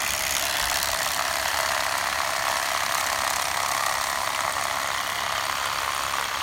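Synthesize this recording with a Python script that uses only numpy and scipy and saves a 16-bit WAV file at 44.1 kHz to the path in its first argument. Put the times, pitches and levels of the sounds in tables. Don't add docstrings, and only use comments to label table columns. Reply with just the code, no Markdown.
import sys
import numpy as np
from scipy import signal
from scipy.fft import rfft, irfft, next_fast_len
from scipy.io import wavfile
from scipy.ndimage import uniform_filter1d, map_coordinates

SR = 44100
rng = np.random.default_rng(int(sys.argv[2]) if len(sys.argv) > 2 else 0)


def transcribe(signal):
    frames = np.atleast_2d(signal).T
    limited = np.clip(frames, -1, 1)
    pcm = np.round(limited * 32767).astype(np.int16)
    wavfile.write(sys.argv[1], SR, pcm)


N = 283197
GEAR_RATIO = 3 / 25


# start_s, relative_db
JOLTS = [(.139, -17), (.455, -14), (.6005, -10.5), (.631, -14), (.717, -12.5), (.891, -14), (.932, -14.5),
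         (.947, -13), (1.005, -12), (1.063, -12), (1.192, -14), (1.209, -12.5), (1.457, -12.5),
         (1.587, -11.5), (1.6005, -12.5), (1.777, -12), (1.952, -11.5), (2.07, -12.5), (2.086, -12.5),
         (2.202, -10.5), (2.4525, -12.5), (2.481, -11.5), (2.512, -12.5), (2.526, -12.5), (2.748, -12.5),
         (2.9385, -13), (3.071, -11.5), (3.266, -12.5), (3.308, -12), (3.633, -12), (3.865, -12),
         (4.07, -13.5), (4.128, -11), (4.274, -10.5), (4.39, -11), (4.4495, -11.5), (4.478, -10),
         (4.566, -12.5), (4.902, -11.5), (5.323, -11.5), (5.379, -13.5), (5.496, -11.5), (5.758, -12.5),
         (5.787, -13.5), (5.877, -13.5), (6.183, -11.5), (6.21, -13)]
# freq_hz, level_db
HOUSING_SPECTRUM = [(100, -27.5), (400, -26.5), (520, -16), (660, -1.5), (830, -4.5), (950, -1.5),
                    (1040, 2.5), (1160, 3), (1290, -0.5), (1540, -5.5), (1980, -5.5), (2400, -15),
                    (3500, -33), (6000, -33), (16000, -46)]
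PIN_SPECTRUM = [(700, -21.5), (2000, -1), (3250, 1), (4400, 1), (6500, -8), (9000, -16), (16000, -23)]
SOCKET_SPECTRUM = [(500, -23.5), (2000, 5.5), (3200, 10.5), (4200, -0.5), (4900, -8), (5600, -13),
                   (6700, -1.5), (7400, -3.5), (9300, -3), (10500, -17), (16000, -34)]

def knocks(crank, load):
    out_turns = 0.345 + 0.035 * load + 0.045 * upright()
    out_at, out_size = strokes(crank, out_turns, jitter_turns=0.016, spread_db=1.1)
    back_turns = 0.81 + 0.1 * load + 0.012 * wobble(3)
    back_at, back_size = strokes(crank, back_turns, jitter_turns=0.018, spread_db=1.3)
    back_size *= 1 + 0.33 * (1 - load[back_at]) * (-1) ** np.arange(len(back_at))
    back_size *= (cut_gain(base_db=-8, load_db=5.7, softening_db=-2.4) * hand_pressure())[back_at]
    bounce_at = back_at + 0.00305 * SR * rng.uniform(0.6, 1.4, len(back_at))
    bounce_size = back_size * amp(-6) * load[back_at]
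    out_size *= (cut_gain(base_db=-7.5, load_db=7.1, softening_db=-1.7) * hand_pressure())[out_at]
    at = np.r_[out_at, back_at, bounce_at]
    size = np.r_[out_size, back_size, bounce_size]
    jolt_s, jolt_db = np.transpose(JOLTS)
    rise_s, grate_lead_s = 0.001478, 0.0018
    ordinary = np.abs(at[:, None] / SR - jolt_s).min(axis=1) > 0.008
    jolts = impulses((jolt_s + rise_s) * SR, amp(jolt_db + 14))
    taps = impulses(at, size * ordinary)
    samples = np.arange(N)
    sliding = np.interp(samples + round(grate_lead_s * SR), samples, taps + amp(-3) * jolts)
    pin = load * impulses(*strokes(crank, 0.268 + 0.015 * upright(), jitter_turns=0.009, spread_db=1.5))
    grit = chatter(sliding, swell_s=0.0026, grain_db=2.5)
    force = amp(-0.7) * (taps + jolts) + amp(-11.5) * pin + amp(-7) * grit
    thud = coloured(force, HOUSING_SPECTRUM)
    click = coloured(chatter(pin, swell_s=0.00098, grain_db=5), PIN_SPECTRUM)
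    grate = coloured(chatter(sliding, swell_s=0.0036, grain_db=6), SOCKET_SPECTRUM)
    return thud + amp(-9.5) * click + amp(-10.5) * grate


# time_s, rub_db, rasp_db, scrape_db
FRICTION_LEVELS = [(0, -32.5, -34.5, -55), (.45, -32.5, -32, -44), (1.12, -31.5, -32.5, -56),
                   (1.3, -35.5, -45, -37.5), (1.7, -35, -40.5, -41), (2.15, -40, -44, -52),
                   (2.55, -35, -39, -42), (3.3, -33, -49, -42), (3.75, -34.5, -48, -41),
                   (4.05, -35, -41, -43), (4.4, -42.5, -48, -39.5), (4.85, -41, -53, -37.5),
                   (5.1, -40, -36.5, -46), (5.4, -36.5, -57, -43), (5.7, -45, -47, -41.5),
                   (6.1, -39, -43, -38), (6.42, -43, -58, -47)]
# time_s, level_db
SAW_LEVELS = [(2.2, -70), (2.35, -47), (2.5, -41), (2.65, -50), (2.9, -70), (4.75, -70), (4.95, -38.5),
              (5.17, -36), (5.35, -35.5), (5.6, -58), (5.9, -54), (6.15, -47), (6.42, -35.5)]
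# freq_hz, level_db
BLADE_SPECTRUM = [(400, -16.5), (700, -3.5), (2700, -2), (3200, -1.5), (3650, -3.5), (4150, -2.5),
                  (4900, -4.5), (5400, -0.5), (6700, -5.5), (7300, -7), (9400, -9.5), (10300, -10),
                  (13500, -13.5), (16000, -23)]
TEETH_SPECTRUM = [(500, -21), (1900, -1.5), (3300, 8), (4700, 5), (6600, 4), (8200, 2), (10000, 4.5),
                  (11500, -0.5), (13200, 0), (16000, 0)]
TIP_SPECTRUM = [(500, -21), (1900, 4.5), (3300, 5.5), (4700, -13.5), (6500, 3.5), (7500, -2), (9300, 4.5),
                (10300, -1), (12200, -4), (14000, -5), (16000, -12)]
SAW_SPECTRUM = [(1200, -28), (1700, -3), (1950, 9), (2150, 1), (2400, -3), (2850, 6), (3200, 6), (3700, -9),
                (4400, -1), (6000, -21), (12000, -37)]

def rubbing(crank, load):
    out_turns = 0.041 + 0.16 * load + 0.052 * upright()
    back_turns = 0.605 - 0.1 * load + 0.042 * upright()
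    out = impulses(*strokes(crank, out_turns, jitter_turns=0.012, spread_db=1.2))
    back = impulses(*strokes(crank, back_turns, jitter_turns=0.0031, spread_db=2.5))
    end = impulses(*strokes(crank, 0.783 + 0.043 * load, jitter_turns=0.011, spread_db=3))
    rub = varied(coloured(chatter(out, swell_s=0.0042, grain_db=1.5), BLADE_SPECTRUM), patchy_db=0.9)
    rasp = varied(coloured(chatter(back, swell_s=0.0023, grain_db=0.5), TEETH_SPECTRUM), patchy_db=1.5)
    scrape = varied(coloured(chatter(end, swell_s=0.0025, grain_db=11), TIP_SPECTRUM), patchy_db=4)
    saw = unit(coloured(chatter(back, swell_s=0.0026, grain_db=3), SAW_SPECTRUM))
    rub_db, rasp_db, scrape_db = curves(FRICTION_LEVELS)
    saw_db = curves(SAW_LEVELS)[0]
    return amp(rub_db) * rub + amp(rasp_db) * rasp + amp(scrape_db) * scrape + amp(saw_db) * saw


# start_s, relative_db
BONE_TICKS = [(1.384, -15), (1.48, -16), (1.608, -14), (1.9797, -11), (2.9464, -11), (2.9767, -13),
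              (3.0054, -13), (3.0644, -15.5), (3.1243, -18), (3.2126, -18), (3.242, -16), (3.302, -10.5),
              (3.3313, -14), (3.36, -11), (3.4205, -11), (3.685, -12.5), (3.715, -10.5), (3.8625, -11),
              (3.939, -16), (4.011, -17), (4.0395, -14), (4.0981, -19), (4.638, -13)]
# pitch_hz, width_hz, level_db
BLADE_MODES = [(2100, 360, -1), (4200, 350, -4.5), (6380, 370, 0.5), (7750, 1100, -5), (8400, 330, -1.5),
               (9040, 890, -8.5), (11000, 450, -6.5), (12200, 550, -8), (14400, 1100, -8.5)]

def bone_ticks():
    start_s, relative_db = np.transpose(BONE_TICKS)
    snaps = impulses(start_s * SR, amp(relative_db + 15))
    crack = chatter(snaps, swell_s=0.00065, grain_db=8)
    crunch = chatter(snaps, swell_s=0.0027, grain_db=3)
    force = amp(0.5) * snaps + amp(1) * crack + amp(-2.5) * crunch
    return filtered(force, lambda f: sum((-1) ** k * amp(db) * resonance(f, hz, width_hz)
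                                         for k, (hz, width_hz, db) in enumerate(BLADE_MODES)))


# start_s, relative_db
BLADE_SLAPS = [(0.106, -16), (0.1355, -14), (.2219, -13), (.3506, -9), (0.3667, -11), (.3965, -11),
               (0.4253, -14), (0.699, -9), (0.7585, -14), (.7712, -14), (.8295, -11), (.857, -10),
               (0.8878, -17), (1.118, -14), (1.1922, -19)]

def clacks():
    start_s, relative_db = np.transpose(BLADE_SLAPS)
    slaps = impulses(start_s * SR, amp(relative_db + 8.5))
    return coloured(chatter(slaps, swell_s=0.001, grain_db=7), TEETH_SPECTRUM)


# freq_hz, level_db
GEAR_SPECTRUM = [(150, -15.5), (450, -14.5), (540, -8), (660, 2.5), (900, -0.5), (1120, 1.5), (1500, 1),
                 (2000, 4), (2400, -6.5), (3200, -9.5), (6000, -71)]
BRUSH_SPECTRUM = [(1500, -35), (2500, 2.5), (3100, 1), (3650, 0), (4500, 3.5), (4900, -2), (5500, -1.5),
                  (6750, -1.5), (7300, -6.5), (9400, -6.5), (10300, -12), (11200, -7.5), (12400, -12.5),
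                  (16000, -17)]

def gears_and_brushes(shaft, load):
    flutter_db = 2 * np.sin(2 * np.pi * shaft)
    surge = np.cos(4 * np.pi * (GEAR_RATIO * shaft - 0.31 - 0.16 * load))
    meshing = rng.standard_normal(N) * amp(1.8 * wobble(900) + flutter_db + 1.5 * surge)
    rattle = unit(coloured(meshing, GEAR_SPECTRUM))
    hiss = unit(noise(BRUSH_SPECTRUM) * amp(2.76 * wobble(700) + flutter_db + 0.56 * surge))
    return (cut_gain(base_db=-31.5, load_db=-0.66, softening_db=-1.1) * rattle
            + cut_gain(base_db=-35.5, load_db=0.95, softening_db=-2) * hiss)


# shaft_order, relative_db
MOTOR_TONES = [(1, -59), (3, -51), (12, -58), (14, -57), (18, -56), (23, -57), (24, -52), (32, -59),
               (35, -63), (47, -62), (49, -62), (50, -60)]
# time_s, low_db, high_db
SWELLING_TONES = [(0, -58, -48), (.35, -58, -47), (.5, -58, -55), (.9, -58, -53), (1.45, -56, -47),
                  (1.8, -54, -51), (2.3, -44, -53), (2.65, -43.5, -53), (2.9, -46, -54), (3.15, -51, -55),
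                  (3.6, -46, -53), (3.95, -48, -52), (4.15, -54, -52), (5.25, -53, -54), (5.5, -53, -44),
                  (5.85, -54, -44), (6.05, -54, -49), (6.42, -54, -49)]
# start_s, end_s, relative_db
WHISTLE_SPELLS = [(.22, .5, -50), (1.0, 1.14, -48), (1.36, 1.6, -47.5), (1.82, 2.48, -51),
                  (2.8, 3.14, -48.5), (3.42, 3.84, -49), (4.06, 4.28, -47.5), (4.44, 4.54, -50),
                  (5.46, 5.56, -47), (5.6, 5.86, -52), (6.0, 6.42, -52)]

def motor_whine(shaft):
    phase = 2 * np.pi * (shaft + 0.001 * wobble(30) + 0.0015 * np.sin(2 * np.pi * GEAR_RATIO * shaft))
    t = np.arange(N) / SR
    rest_db, fade_db_per_s = -59, 160
    spells_db = [db - fade_db_per_s * np.abs(t - np.clip(t, start_s, end_s))
                 for start_s, end_s, db in WHISTLE_SPELLS]
    whistle_db = np.maximum(np.max(spells_db, axis=0), rest_db)
    low_db, high_db = curves(SWELLING_TONES)
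    tones = MOTOR_TONES + [(8, low_db), (16, high_db), (48, whistle_db)]
    return sum(amp(db + 1.5 + 1.8 * wobble(12)) * np.sin(order * phase + 0.18 * wobble(40))
               for order, db in tones)


# crank_order, base_db, load_db, softening_db
HANDLE_TONES = [(3, -68, 8, 11), (5, -54, -8.5, -3.5)]

def handle_shake(crank):
    return sum(cut_gain(*levels_db) * unit(np.sin(2 * np.pi * order * crank + 0.31 * wobble(4.22)))
               for order, *levels_db in HANDLE_TONES)


# start_s, level_db
BOARD_BUMPS = [(.61, -39), (0.699, -46), (.9, -45)]
# freq_hz, level_db
BUMP_SPECTRUM = [(20, -18), (40, -7), (55, 6), (75, -10), (130, -20), (400, -62)]

def board_bumps(rise_s=0.023):
    envelope = np.zeros(N)
    for start_s, level_db in BOARD_BUMPS:
        age = np.maximum(np.arange(N) / SR - start_s, 0) / rise_s
        envelope += amp(level_db) * age * np.exp(1 - age)
    return envelope * noise(BUMP_SPECTRUM)


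# time_s, level_db
RUMBLE_LEVELS = [(0, -44.5), (1.6, -48.5), (6.42, -49)]
# freq_hz, level_db
RUMBLE_SPECTRUM = [(12, -43), (20, -43), (48, -6), (70, 5.5), (97, -0.5), (130, -4.5), (214, -7), (249, -7),
                   (283, -5), (334, -8.5), (420, -9.5), (550, -34.5), (920, -120)]

def outdoor_rumble():
    return amp(curves(RUMBLE_LEVELS)[0] + 0.26 * wobble(5.4)) * noise(RUMBLE_SPECTRUM)


def reflections(x, wet_db, t60_s, block=8192):
    t = np.arange(block) / SR
    blocks = np.pad(x, (0, -N % block)).reshape(-1, block)
    tails = rng.standard_normal(blocks.shape) * amp(-60 * t / t60_s) * (t > 0.002)
    tails /= np.linalg.norm(tails, axis=1, keepdims=True)
    echoes = signal.fftconvolve(blocks, tails, axes=1)
    at = block * np.arange(len(blocks))[:, None] + np.arange(echoes.shape[1])
    return x + amp(wet_db) * impulses(at.ravel(), echoes.ravel())


# time_s, position_index
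KNIFE_PATH = [(.36, 0), (.6, 1.5), (.76, 2), (.95, 2.5), (1.5, 2), (2.3, 2.5), (3, 2.5), (3.6, 3), (4.6, 3),
              (5.05, 4), (5.35, 4), (5.65, 5.5), (6.3, 5)]
# pitch_hz, width_hz, gain_db
IN_AIR = [(637, 55, 3), (1090, 280, -3.5), (1630, 160, -5), (1982, 170, 1.5), (2400, 240, 4),
          (3960, 340, -5), (4680, 180, -1), (6600, 370, 7.5), (9800, 440, 2.5), (13200, 600, 5)]
ON_FISH = [(680, 100, 6), (1200, 220, -7), (1710, 190, 2), (2330, 200, -6), (2760, 170, 5), (3410, 150, 6),
           (3750, 200, -3), (4060, 120, 5), (4660, 350, 0)]
ENTERING_FLESH = [(675, 110, 4), (1170, 150, -3), (1470, 110, -2.5), (1710, 250, 3), (2070, 42, 5),
                  (2120, 220, -2.5), (3020, 180, -2), (3570, 280, -3), (4350, 430, 2.5), (4900, 190, 0)]
ALONG_RIBS = [(654, 150, 0.5), (846, 110, 1.5), (1545, 470, -5), (1910, 140, 2.5), (2890, 1100, -4.5),
              (4840, 200, -5), (8750, 800, 2), (10250, 500, -7), (12040, 1100, -6)]
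AT_TAIL = [(477, 61, 3), (790, 170, 0.5), (1200, 300, -0.5), (1600, 220, -3.5), (2670, 330, -7),
           (3200, 370, 0.5), (4900, 430, -3), (7500, 600, -2.5), (10700, 3400, -3.5)]
AT_SKIN = [(480, 76, 6), (700, 180, -5), (1380, 200, 0), (1670, 180, -1.5), (1950, 330, -2),
           (2830, 250, -2), (3270, 200, 0.5), (4740, 470, -5), (7600, 600, -2), (10900, 2700, -4)]

def flesh_and_grip(x):
    position = np.clip(curves(KNIFE_PATH)[0], 0, 5)
    mix = np.zeros(N)
    for index, modes in enumerate((IN_AIR, ON_FISH, ENTERING_FLESH, ALONG_RIBS, AT_TAIL, AT_SKIN)):
        shaped = filtered(x, lambda f: np.prod([1 + (amp(db) - 1) * resonance(f, hz, width_hz)
                                                for hz, width_hz, db in modes], axis=0))
        mix += np.clip(1 - np.abs(position - index), 0, 1) * shaped
    return mix


def upright():
    return np.clip(curves(KNIFE_PATH)[0] - 3, 0, 1)


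# centre_s, half_width_s, gain_db
HAND_LEANS = [(1.5, .15, -1), (2.496, 0.045, 2), (4.623, 0.18, 1.5)]

def hand_pressure():
    t = np.arange(N) / SR
    lean_db = sum(db * np.exp(-((t - centre_s) / half_s) ** 2) for centre_s, half_s, db in HAND_LEANS)
    return amp(lean_db - 1.03 * wobble(4.74))


# time_s, load_fraction
CUT_LOAD = [(.8, 0.04), (1.1, 0.31), (1.35, 0.87), (1.8, 0.97), (4.85, 0.99), (5.1, 0.56), (5.45, 0.98),
            (6.42, 0.78)]
# time_s, softening_fraction
SOFTENING = [(1.1, 0.5), (1.6, 0.1), (2.8, 0.12), (3.7, 0.3), (4.5, 0.4), (5.3, 0.86), (5.7, 0.63)]

def cut_gain(base_db, load_db, softening_db):
    return amp(base_db + load_db * curves(CUT_LOAD)[0] + softening_db * curves(SOFTENING)[0])


def strokes(crank, angle_turns, jitter_turns, spread_db):
    cycle = np.arange(int(crank[-1] - angle_turns[-1]) + 1)
    slip, size = rng.standard_normal((len(cycle), 2)).T
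    at = np.interp(cycle + jitter_turns * slip, crank - angle_turns, np.arange(N)).astype(int)
    return at, unit(amp(2 * spread_db * np.tanh(size / 2)))


def chatter(pushes, swell_s, grain_db):
    age = np.arange(SR // 20) / SR / swell_s
    envelope = np.minimum(age * 2, 1) / np.cosh(2 * (age - 1))
    grit = unit(rng.standard_normal(N) * amp(grain_db * np.tanh(wobble(2500))))
    return grit * signal.fftconvolve(pushes, envelope / np.linalg.norm(envelope))[:N]


def varied(x, patchy_db):
    spectra = signal.stft(x, nperseg=256)[2]
    patches = uniform_filter1d(rng.standard_normal(spectra.shape), size=5, axis=0)
    patches = unit(uniform_filter1d(patches, size=6, axis=1))
    return unit(signal.istft(spectra * amp(patchy_db * patches), nperseg=256)[1][:N])


def coloured(x, spectrum, size=8192):
    hz, db = np.transpose(spectrum)
    outline_db = np.interp(np.log(np.fft.rfftfreq(size, 1 / SR) + 1), np.log(hz), db)
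    cepstrum = irfft(np.log(amp(outline_db)))
    cepstrum[1:size // 2] *= 2
    cepstrum[size // 2 + 1:] = 0
    ring = irfft(np.exp(rfft(cepstrum)))
    return signal.fftconvolve(x, ring / np.linalg.norm(ring))[:N]


def noise(spectrum):
    return unit(coloured(rng.standard_normal(N), spectrum))


def resonance(f, pitch_hz, width_hz):
    return 1j * f * width_hz / (pitch_hz ** 2 - f ** 2 + 1j * f * width_hz)


def filtered(x, response):
    size = next_fast_len(N + SR // 2)
    return irfft(rfft(x, size) * response(np.fft.rfftfreq(size, 1 / SR)), size)[:N]


def impulses(at, sizes):
    return np.bincount(np.asarray(at, int), sizes, N)[:N]


def wobble(rate_hz):
    knots = rng.standard_normal(int(N * rate_hz / SR) + 4)
    return map_coordinates(knots, [np.arange(N) * rate_hz / SR])


def curves(rows):
    time_s, *columns = np.transpose(rows)
    return [np.interp(np.arange(N) / SR, time_s, column) for column in columns]


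def amp(db):
    return 10 ** (np.asarray(db) / 20)


def unit(x):
    return x / np.sqrt(np.mean(x ** 2) + 1e-20)


# time_s, speed_hz
SHAFT_SPEED = [(0.0, 287.15), (0.4, 288.2), (0.9, 288.3), (1.05, 288.9), (1.25, 288), (1.33, 286.6),
               (1.6, 286.2), (1.8, 284.8), (2.05, 284.45), (2.12, 283.6), (2.8, 283.3), (3.02, 281.6),
               (3.25, 281.7), (4.0, 285.4), (4.14, 286.8), (4.6, 285.68), (4.8, 284.74), (5.2, 288.75),
               (5.6, 286.14), (6.42, 284.55)]

def scene():
    shaft = np.cumsum(curves(SHAFT_SPEED)[0]) / SR
    crank = GEAR_RATIO * shaft
    load = curves(CUT_LOAD)[0]
    blades = knocks(crank, load) + rubbing(crank, load) + clacks() + bone_ticks()
    blades = reflections(blades, wet_db=-11, t60_s=0.066)
    knife = flesh_and_grip(blades + gears_and_brushes(shaft, load))
    return (knife + motor_whine(shaft) + handle_shake(crank) + board_bumps() + outdoor_rumble())[None]


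def record(dry):
    cutoff_hz = 15950
    return filtered(dry[0], lambda hz: hz < cutoff_hz)[None]


dry = scene()
out = record(dry)
transcribe(out)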